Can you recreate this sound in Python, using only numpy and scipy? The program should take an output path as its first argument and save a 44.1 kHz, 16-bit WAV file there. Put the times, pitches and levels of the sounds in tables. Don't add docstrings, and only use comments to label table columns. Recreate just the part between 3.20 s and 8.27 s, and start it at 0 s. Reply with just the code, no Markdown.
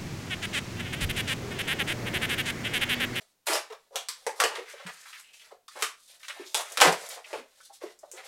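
import sys
import numpy as np
from scipy import signal
from scipy.fft import rfft, irfft, next_fast_len
from scipy.io import wavfile
from scipy.ndimage import map_coordinates

SR = 44100
rng = np.random.default_rng(int(sys.argv[2]) if len(sys.argv) > 2 else 0)


def unload_audio(sound):
    columns = np.transpose(np.atleast_2d(sound))
    steps = np.round(np.clip(columns, -1, 1) * 32767)
    wavfile.write(sys.argv[1], SR, steps.astype(np.int16))


N = 223624

# start_s, length_s, wrapping_db, card_db, hollow_db
FINGER_STROKES = [(0.0, 0.032, -53, -61.5, -58), (0.718, 0.055, -60.5, -73, -50),
                  (0.957, 0.18, -62.5, -69, -66.5), (1.148, 0.095, -52, -69, -49.5),
                  (1.305, 0.11, -58, -42.5, -42), (1.414, 0.25, -61.5, -53, -69),
                  (1.469, 0.073, -52, -50, -78), (1.703, 0.16, -55.5, -55, -70),
                  (1.845, 0.086, -52, -54.5, -77), (1.936, 0.083, -55.5, -52, -79),
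                  (2.018, 0.11, -69, -84, -89), (2.123, 0.11, -58, -81, -96), (2.201, 0.1, -61, -61, -73.5),
                  (2.502, 0.2, -56, -55.5, -85.5), (2.759, 0.16, -60.5, -76.5, -91),
                  (2.874, 0.11, -57.5, -66, -70), (2.989, 0.11, -55.5, -63, -73),
                  (3.109, 0.15, -57.5, -51.5, -57), (3.241, 0.133, -52.5, -64, -68),
                  (3.441, 0.2, -51.5, -51, -53.5), (3.769, 0.12, -47.5, -50.5, -48.5),
                  (3.89, 0.077, -43, -47, -50), (3.955, 0.049, -60.5, -53.5, -45),
                  (4.051, 0.16, -54.5, -50.5, -54.5), (4.364, 0.062, -61, -70, -71.5),
                  (4.408, 0.077, -53, -70, -81), (4.514, 0.067, -53.5, -66, -85),
                  (4.602, 0.098, -58, -55.5, -53.5), (4.686, 0.057, -59, -71, -66),
                  (4.938, 0.088, -54.5, -54, -56), (4.967, 0.038, -64.5, -43.5, -48.5),
                  (5.029, 0.072, -50.5, -49, -54.5)]
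# start_s, length_s
FIDGET_SPANS = [(0.0, 0.14), (0.418, 1.94), (2.5, 3.4)]
# start_s, length_s, level_db, pull_change_db, tilt_db_per_octave, lowest_panel_hz
CARD_RIPS = [(0.257, 0.013, -54, 24, 4.5, 400), (0.266, 0.11, -27, -1.5, 2, 340),
             (0.757, 0.016, -34.5, 0, -3, 524), (1.198, 0.024, -15, -14, 2, 603),
             (2.554, 0.091, -45, 10, -1.5, 458), (3.36, 0.048, -31.5, -4, 0.5, 483),
             (3.577, 0.022, -22.5, -21, -12.5, 380), (3.608, 0.085, -15, -7, 0.85, 249),
             (3.686, 0.061, -34, -2, -2, 290), (4.131, 0.062, -29.5, -22.5, -5, 409)]
# start_s, level_db,
# low_body_db, treble_db, panel_hz, flap_hz, ring_db
CARD_SNAPS = [(0.269, -5.5, -3.5, 4, 617, 3640, 12), (0.334, 1, 3, 6, 620, 4920, 15),
              (0.7576, 1, -13.5, -1, 665, 3590, 14.5), (0.8861, -2, -21, 0, 990, 4030, 11),
              (1.066, -1, 4.5, -2.5, 880, 1900, 11), (1.2014, 8, -12, -12, 1190, 2450, 1),
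              (1.238, 8, -1.5, -7.5, 1180, 2750, 7), (1.354, -11.5, -16, -7.5, 510, 3120, 6),
              (1.668, -13.5, -7.5, -7.5, 1223, 2880, -4), (1.9974, -21, -27, 7, 1130, 3140, 9),
              (2.482, -19.5, -30, 3, 1140, 4720, 12.5), (2.6234, 5, -24.5, -3.5, 1166, 2900, 7),
              (3.083, -10, -32, -5.5, 1180, 3500, 0), (3.3451, 6.5, -5.5, 1.5, 860, 3560, 14),
              (3.372, -7.5, -14.5, 8.5, 910, 3620, -5), (3.409, -10.5, -18, 13.5, 900, 3650, 0.5),
              (3.5207, -11.5, -6.5, 7.5, 920, 3750, 0), (3.573, 5, -13, -8.5, 1210, 2740, 6.5),
              (3.603, 9, -13, -6, 917, 3076, 14), (3.612, 10.5, -17.5, -3.5, 1150, 2900, 3),
              (3.7231, -3.5, 0, -3, 813, 2770, -2), (3.889, -11.5, 4.5, 8.5, 540, 3010, -2),
              (4.130, -5, 4, -15.5, 578.6, 2430, 8.5), (4.7897, -27, -5, 16, 592, 4940, 9),
              (4.9152, -13, -2, 8, 543, 7100, 8.5)]
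# start_s, energy_db, pitch_hz, relative_scuff_db, contact_t60_s
FINGER_KNOCKS = [(0.292, -5.5, 339, -14, 0.15), (0.33, -7.5, 441, -19.5, 0.12),
                 (0.499, -10.5, 470, 4, 0.089), (0.521, -13, 529, 9.5, 0.045),
                 (0.705, -20.5, 527, -21, 0.27), (0.749, -9, 618, -10, 0.095), (1.065, -4, 485, 2, 0.033),
                 (1.191, -11.5, 500, -1.5, 0.04), (1.379, -7, 440, -16, 0.14), (1.533, -16, 508, -4, 0.092),
                 (1.594, -16.5, 547, 7, 0.12), (1.647, -15, 176.4, -4, 0.029), (2.312, -21.5, 714, 0, 0.03),
                 (2.317, -19.5, 463, -21, 0.027), (2.619, -10.5, 438, -10, 0.04),
                 (3.087, -26, 557, -12, 0.074), (3.194, -10, 374, -17, 0.033),
                 (3.643, 1.5, 302, -18.5, 0.11), (3.658, 3.5, 448, -12.5, 0.07),
                 (3.668, -2, 177, -19, 0.028), (3.675, 6, 774, 7.5, 0.062), (4.18, -21.5, 270, -13, 0.043),
                 (4.614, -14, 522, 0, 0.078), (4.633, -6, 418, -9.5, 0.046), (4.83, -15, 610, -18.5, 0.037),
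                 (4.933, -19.5, 434, -7, 0.052)]
# start_s, level_db, pitch_hz, length_s, sharpness_q
EDGE_SCRAPES = [(1.662, -37, 1450, 0.055, 1.0), (1.856, -48, 1500, 0.05, 2.5),
                (1.929, -42, 2150, 0.04, 1.2), (2.04, -57.5, 2650, 0.1, 6), (2.135, -53.5, 2750, 0.07, 4.5),
                (2.196, -50.5, 2850, 0.05, 4), (2.306, -51, 1020, 0.015, 4.6), (2.48, -42, 3580, 0.007, 16),
                (2.482, -43, 1205, 0.008, 15), (2.554, -45.5, 630, 0.03, 1.2),
                (2.885, -56.5, 3100, 0.07, 2.5), (3.031, -43.5, 2150, 0.035, 0.9),
                (3.081, -39.5, 1800, 0.047, 0.8), (3.259, -46.5, 3800, 0.045, 3.3),
                (4.042, -46.5, 2500, 0.028, 4), (4.404, -49, 1525, 0.01, 10),
                (4.495, -50.5, 785, 0.042, 17)]

# frequency_hz, level_db
HOLLOW_SPECTRUM = [(100, -29), (250, -31), (420, 2), (580, 7), (850, 4), (1400, -4.5), (4000, -45)]
# frequency_hz, level_db
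FACE_SPECTRUM = [(400, -54), (900, -8), (1250, 0), (2000, 4.5), (2650, 0.5), (3600, -3.5), (6000, -12.5),
                 (14000, -34)]
# frequency_hz, level_db
WRAPPING_SPECTRUM = [(1500, -38.5), (3500, -3), (4800, -4), (6500, -5), (9000, -6.5), (12000, -11),
                     (16000, -25)]
# frequency_hz, level_db
FIBRE_SPECTRUM = [(60, -32.5), (120, -3), (200, -32), (450, 1.5), (800, 4), (1300, 0.5), (2000, -2),
                  (3200, -6.5), (6000, -11), (9000, -12.5), (12000, -17.5), (16000, -33)]
# frequency_hz, level_db
SNAP_SPECTRUM = [(60, -28.5), (170, -27), (280, -12.5), (450, 7), (750, -2), (1200, -1.5), (2000, -3.5),
                 (3500, -7), (5500, -3), (8500, -1.5), (12000, -10), (16000, -21)]
# frequency_hz, level_db
SCUFF_SPECTRUM = [(400, -38.5), (850, 4), (1200, -1.5), (2400, -8), (3800, -11.5), (6000, -16),
                  (14000, -31)]
# frequency_hz, level_db
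HUSH_SPECTRUM = [(20, -2.5), (60, -13), (200, -9.5), (550, -9.5), (1500, -14.5), (5000, -14.5),
                 (16000, -18)]
# delay_s, gain
EARLY_ECHOES = [(0.0038, 1.0), (0.0085, 0.2), (0.0125, 0.28), (0.0175, 0.2), (0.0272, 0.2)]
# frequency_hz, t60_s
ROOM_DECAY = [(150, 0.21), (500, 0.24), (1500, 0.28), (4000, 0.2624), (9000, 0.22), (15000, 0.18)]

STROKE_ATTACK_S, STROKE_RELEASE_S = 0.013, 0.024
FIDGET_SWING_DB, FIDGET_CHANGES_PER_S = 4, 7
RIP_ATTACK_S, RIP_TILT_PER_DB = 0.0044, 0.43
BAND_LIMIT_HZ = 16000


def amp(db):
    return 10 ** (np.asarray(db) / 20)


def unit_energy(x):
    return x / (np.linalg.norm(x) + 1e-12)


def along(points, hz):
    frequencies, values = np.transpose(points)
    return np.interp(np.log(hz + 1), np.log(frequencies + 1), values)


def add(track, start_s, sound):
    part = track[max(round(start_s * SR), 0):][:len(sound)]
    part += sound[:len(part)]


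def colour(x, shape_db, size=4096):
    gains = amp(shape_db(np.fft.rfftfreq(size, 1 / SR)))
    cepstrum = irfft(np.log(gains + 1e-6))
    cepstrum[1:size // 2] *= 2
    cepstrum[size // 2 + 1:] = 0
    response = irfft(np.exp(rfft(cepstrum)))
    return signal.fftconvolve(x, unit_energy(response))


def wander(count, per_s):
    position = np.arange(count) / SR * per_s
    return map_coordinates(rng.standard_normal(int(position[-1]) + 4), [position], mode="nearest")


def crackle(count, per_s, spread_db, clump_db=2.5):
    happens = rng.random(count) < per_s / SR
    signs = rng.choice([-1, 1], count)
    sizes = amp(spread_db * np.minimum(rng.exponential(size=count), 3.6))
    clicks = happens * signs * sizes * amp(clump_db * wander(count, per_s=1 / 0.0085))
    return clicks / np.sqrt(np.mean(clicks ** 2) + 1e-20)


def hump(hz, centre_hz, octaves):
    return 1 / (1 + (np.log2((hz + 1) / centre_hz) / octaves) ** 2)


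def mode_db(hz, centre_hz, q):
    ratio = (hz + 1) / centre_hz
    return -10 * np.log10((1 + (q * (ratio - 1 / ratio)) ** 2) * (1 + (0.5 / ratio) ** 8))


def room(x, wet_db):
    hz, t, noise = signal.stft(rng.standard_normal(SR // 2), SR, nperseg=256)
    decay = amp(-60 * t / along(ROOM_DECAY, hz)[:, None])
    tail = signal.istft(noise * decay, SR, nperseg=256)[1]
    response = np.zeros(SR // 2)
    response[0] = 1
    for delay_s, gain in EARLY_ECHOES:
        scatter = unit_energy(rng.standard_normal(64) * np.exp(-np.arange(64) / SR / 0.00017))
        add(response, delay_s * rng.uniform(.92, 1.08), gain * scatter)
    add(response, 0.005, amp(wet_db) * unit_energy(tail))
    return signal.fftconvolve(x, unit_energy(response))


def room_tone():
    return amp(-74.0) * colour(rng.standard_normal(N), lambda hz: along(HUSH_SPECTRUM, hz))[:N]


def stroke_speed(length_s):
    t = np.arange(max(round(length_s * SR), 64)) / SR
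    return np.clip(np.minimum(t / STROKE_ATTACK_S, (t[-1] - t) / STROKE_RELEASE_S), 0, 1)


def slide(drive, wrapping_db, card_db, hollow_db):
    layers = [(HOLLOW_SPECTRUM, hollow_db, crackle(len(drive), per_s=2000, spread_db=6.5)),
              (FACE_SPECTRUM, card_db, crackle(len(drive), per_s=1700, spread_db=2.0)),
              (WRAPPING_SPECTRUM, wrapping_db, crackle(len(drive), per_s=7400, spread_db=5.0))]
    sound = sum(colour(amp(level_db) * drive * slips, lambda hz: along(spectrum, hz))
                for spectrum, level_db, slips in layers)
    return room(sound, wet_db=0.5)


def rubbing():
    out = np.zeros(N)
    for start_s, length_s, wrapping_db, card_db, hollow_db in FINGER_STROKES:
        add(out, start_s, slide(stroke_speed(length_s), wrapping_db, card_db, hollow_db))
    for start_s, length_s in FIDGET_SPANS:
        speed = stroke_speed(length_s)
        pressure = amp(FIDGET_SWING_DB * wander(len(speed), FIDGET_CHANGES_PER_S))
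        add(out, start_s, slide(speed * pressure, wrapping_db=-71, card_db=-79, hollow_db=-81))
    return out


def rips():
    out = np.zeros(N)
    for start_s, length_s, level_db, pull_change_db, tilt, panel_hz in CARD_RIPS:
        progress = np.linspace(0, 1, max(round(length_s * SR), 64))
        attack = np.minimum(progress * length_s / RIP_ATTACK_S, 1)
        pull = amp(level_db + pull_change_db * progress) * attack
        breaks = pull * crackle(len(progress), per_s=2600, spread_db=4.0, clump_db=1.5)
        body_db = lambda hz: along(FIBRE_SPECTRUM, hz) - 10 * np.log10(1 + (panel_hz / (hz + 20)) ** 6)
        octaves = lambda hz: np.log2(np.maximum(hz, 400) / 2000)
        end_tilt = tilt + RIP_TILT_PER_DB * pull_change_db
        early = colour(breaks * (1 - progress), lambda hz: body_db(hz) + tilt * octaves(hz))
        late = colour(breaks * progress, lambda hz: body_db(hz) + end_tilt * octaves(hz))
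        add(out, start_s, room(early + late, wet_db=0.0))
    return out


def fracture(size=2048):
    hz, t = np.fft.rfftfreq(size, 1 / SR), np.arange(size) / SR
    delay_s = rng.uniform(0.000895, 0.001436) * (1 - np.sqrt(hz / hz[-1]))
    front = irfft(np.exp(-2j * np.pi * np.cumsum(delay_s) * hz[1]))
    fibres = unit_energy(rng.standard_normal(size) * amp(-60 * t / 0.024))
    return unit_energy(front + 0.5 * fibres)


def snaps():
    out = np.zeros(N)
    for start_s, level_db, low_db, treble_db, panel_hz, flap_hz, ring_db in CARD_SNAPS:
        balance = [(600, low_db), (1200, 0.0057), (3800, 0), (7000, treble_db)]
        body_db = lambda hz: along(SNAP_SPECTRUM, hz) + along(balance, hz)
        modes = lambda hz: hump(hz, panel_hz, octaves=0.16) + hump(hz, flap_hz, octaves=0.23)
        snap = colour(fracture(), lambda hz: body_db(hz) + ring_db * modes(hz))
        add(out, start_s, amp(level_db) * room(snap, wet_db=2.5))
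    return out


def knocks():
    out, t = np.zeros(N), np.arange(SR // 6) / SR
    push = np.zeros(len(t))
    add(push, 0.004, np.ones(1))
    for start_s, energy_db, pitch_hz, scuff_db, contact_t60_s in FINGER_KNOCKS:
        contact = amp(-60 * t / contact_t60_s) * (1 - np.exp(-t / 0.003))
        drag = unit_energy(contact * rng.standard_normal(len(t)))
        softness = [(pitch_hz * 0.45, -16), (pitch_hz * 0.85, 0),
                    (pitch_hz * 1.6, 0), (pitch_hz * 12, -35)]
        pop = colour(push + 1.54 * drag, lambda hz: mode_db(hz, pitch_hz, q=6.8) + along(softness, hz))
        scuff = colour(contact * rng.standard_normal(len(t)), lambda hz: along(SCUFF_SPECTRUM, hz))
        knock = unit_energy(pop) + amp(scuff_db - 7.5) * unit_energy(scuff)
        add(out, start_s, amp(energy_db) * unit_energy(room(knock, wet_db=-2.5)))
    return out


def scrapes():
    out = np.zeros(N)
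    for start_s, level_db, pitch_hz, length_s, q in EDGE_SCRAPES:
        speed = np.linspace(1, 0.3, max(round(length_s * SR), 64))
        slips = speed * crackle(len(speed), per_s=2500, spread_db=0.5)
        rolloff = [(pitch_hz * 1.5, 0), (pitch_hz * 8, -12)]
        skid = colour(slips, lambda hz: mode_db(hz, pitch_hz, q) + along(rolloff, hz))
        add(out, start_s, amp(level_db) * room(skid, wet_db=-10.0))
    return out


def scene():
    return (room_tone() + rubbing() + rips() + snaps() + knocks() + scrapes())[None]


def record(dry):
    size = next_fast_len(N + SR // 2)
    hz = np.fft.rfftfreq(size, 1 / SR)
    lowpass = 1 / np.sqrt(1 + (hz / BAND_LIMIT_HZ) ** 160)
    return irfft(rfft(dry, size) * lowpass, size)[:, :N]


dry = scene()
out = record(dry)
unload_audio(out)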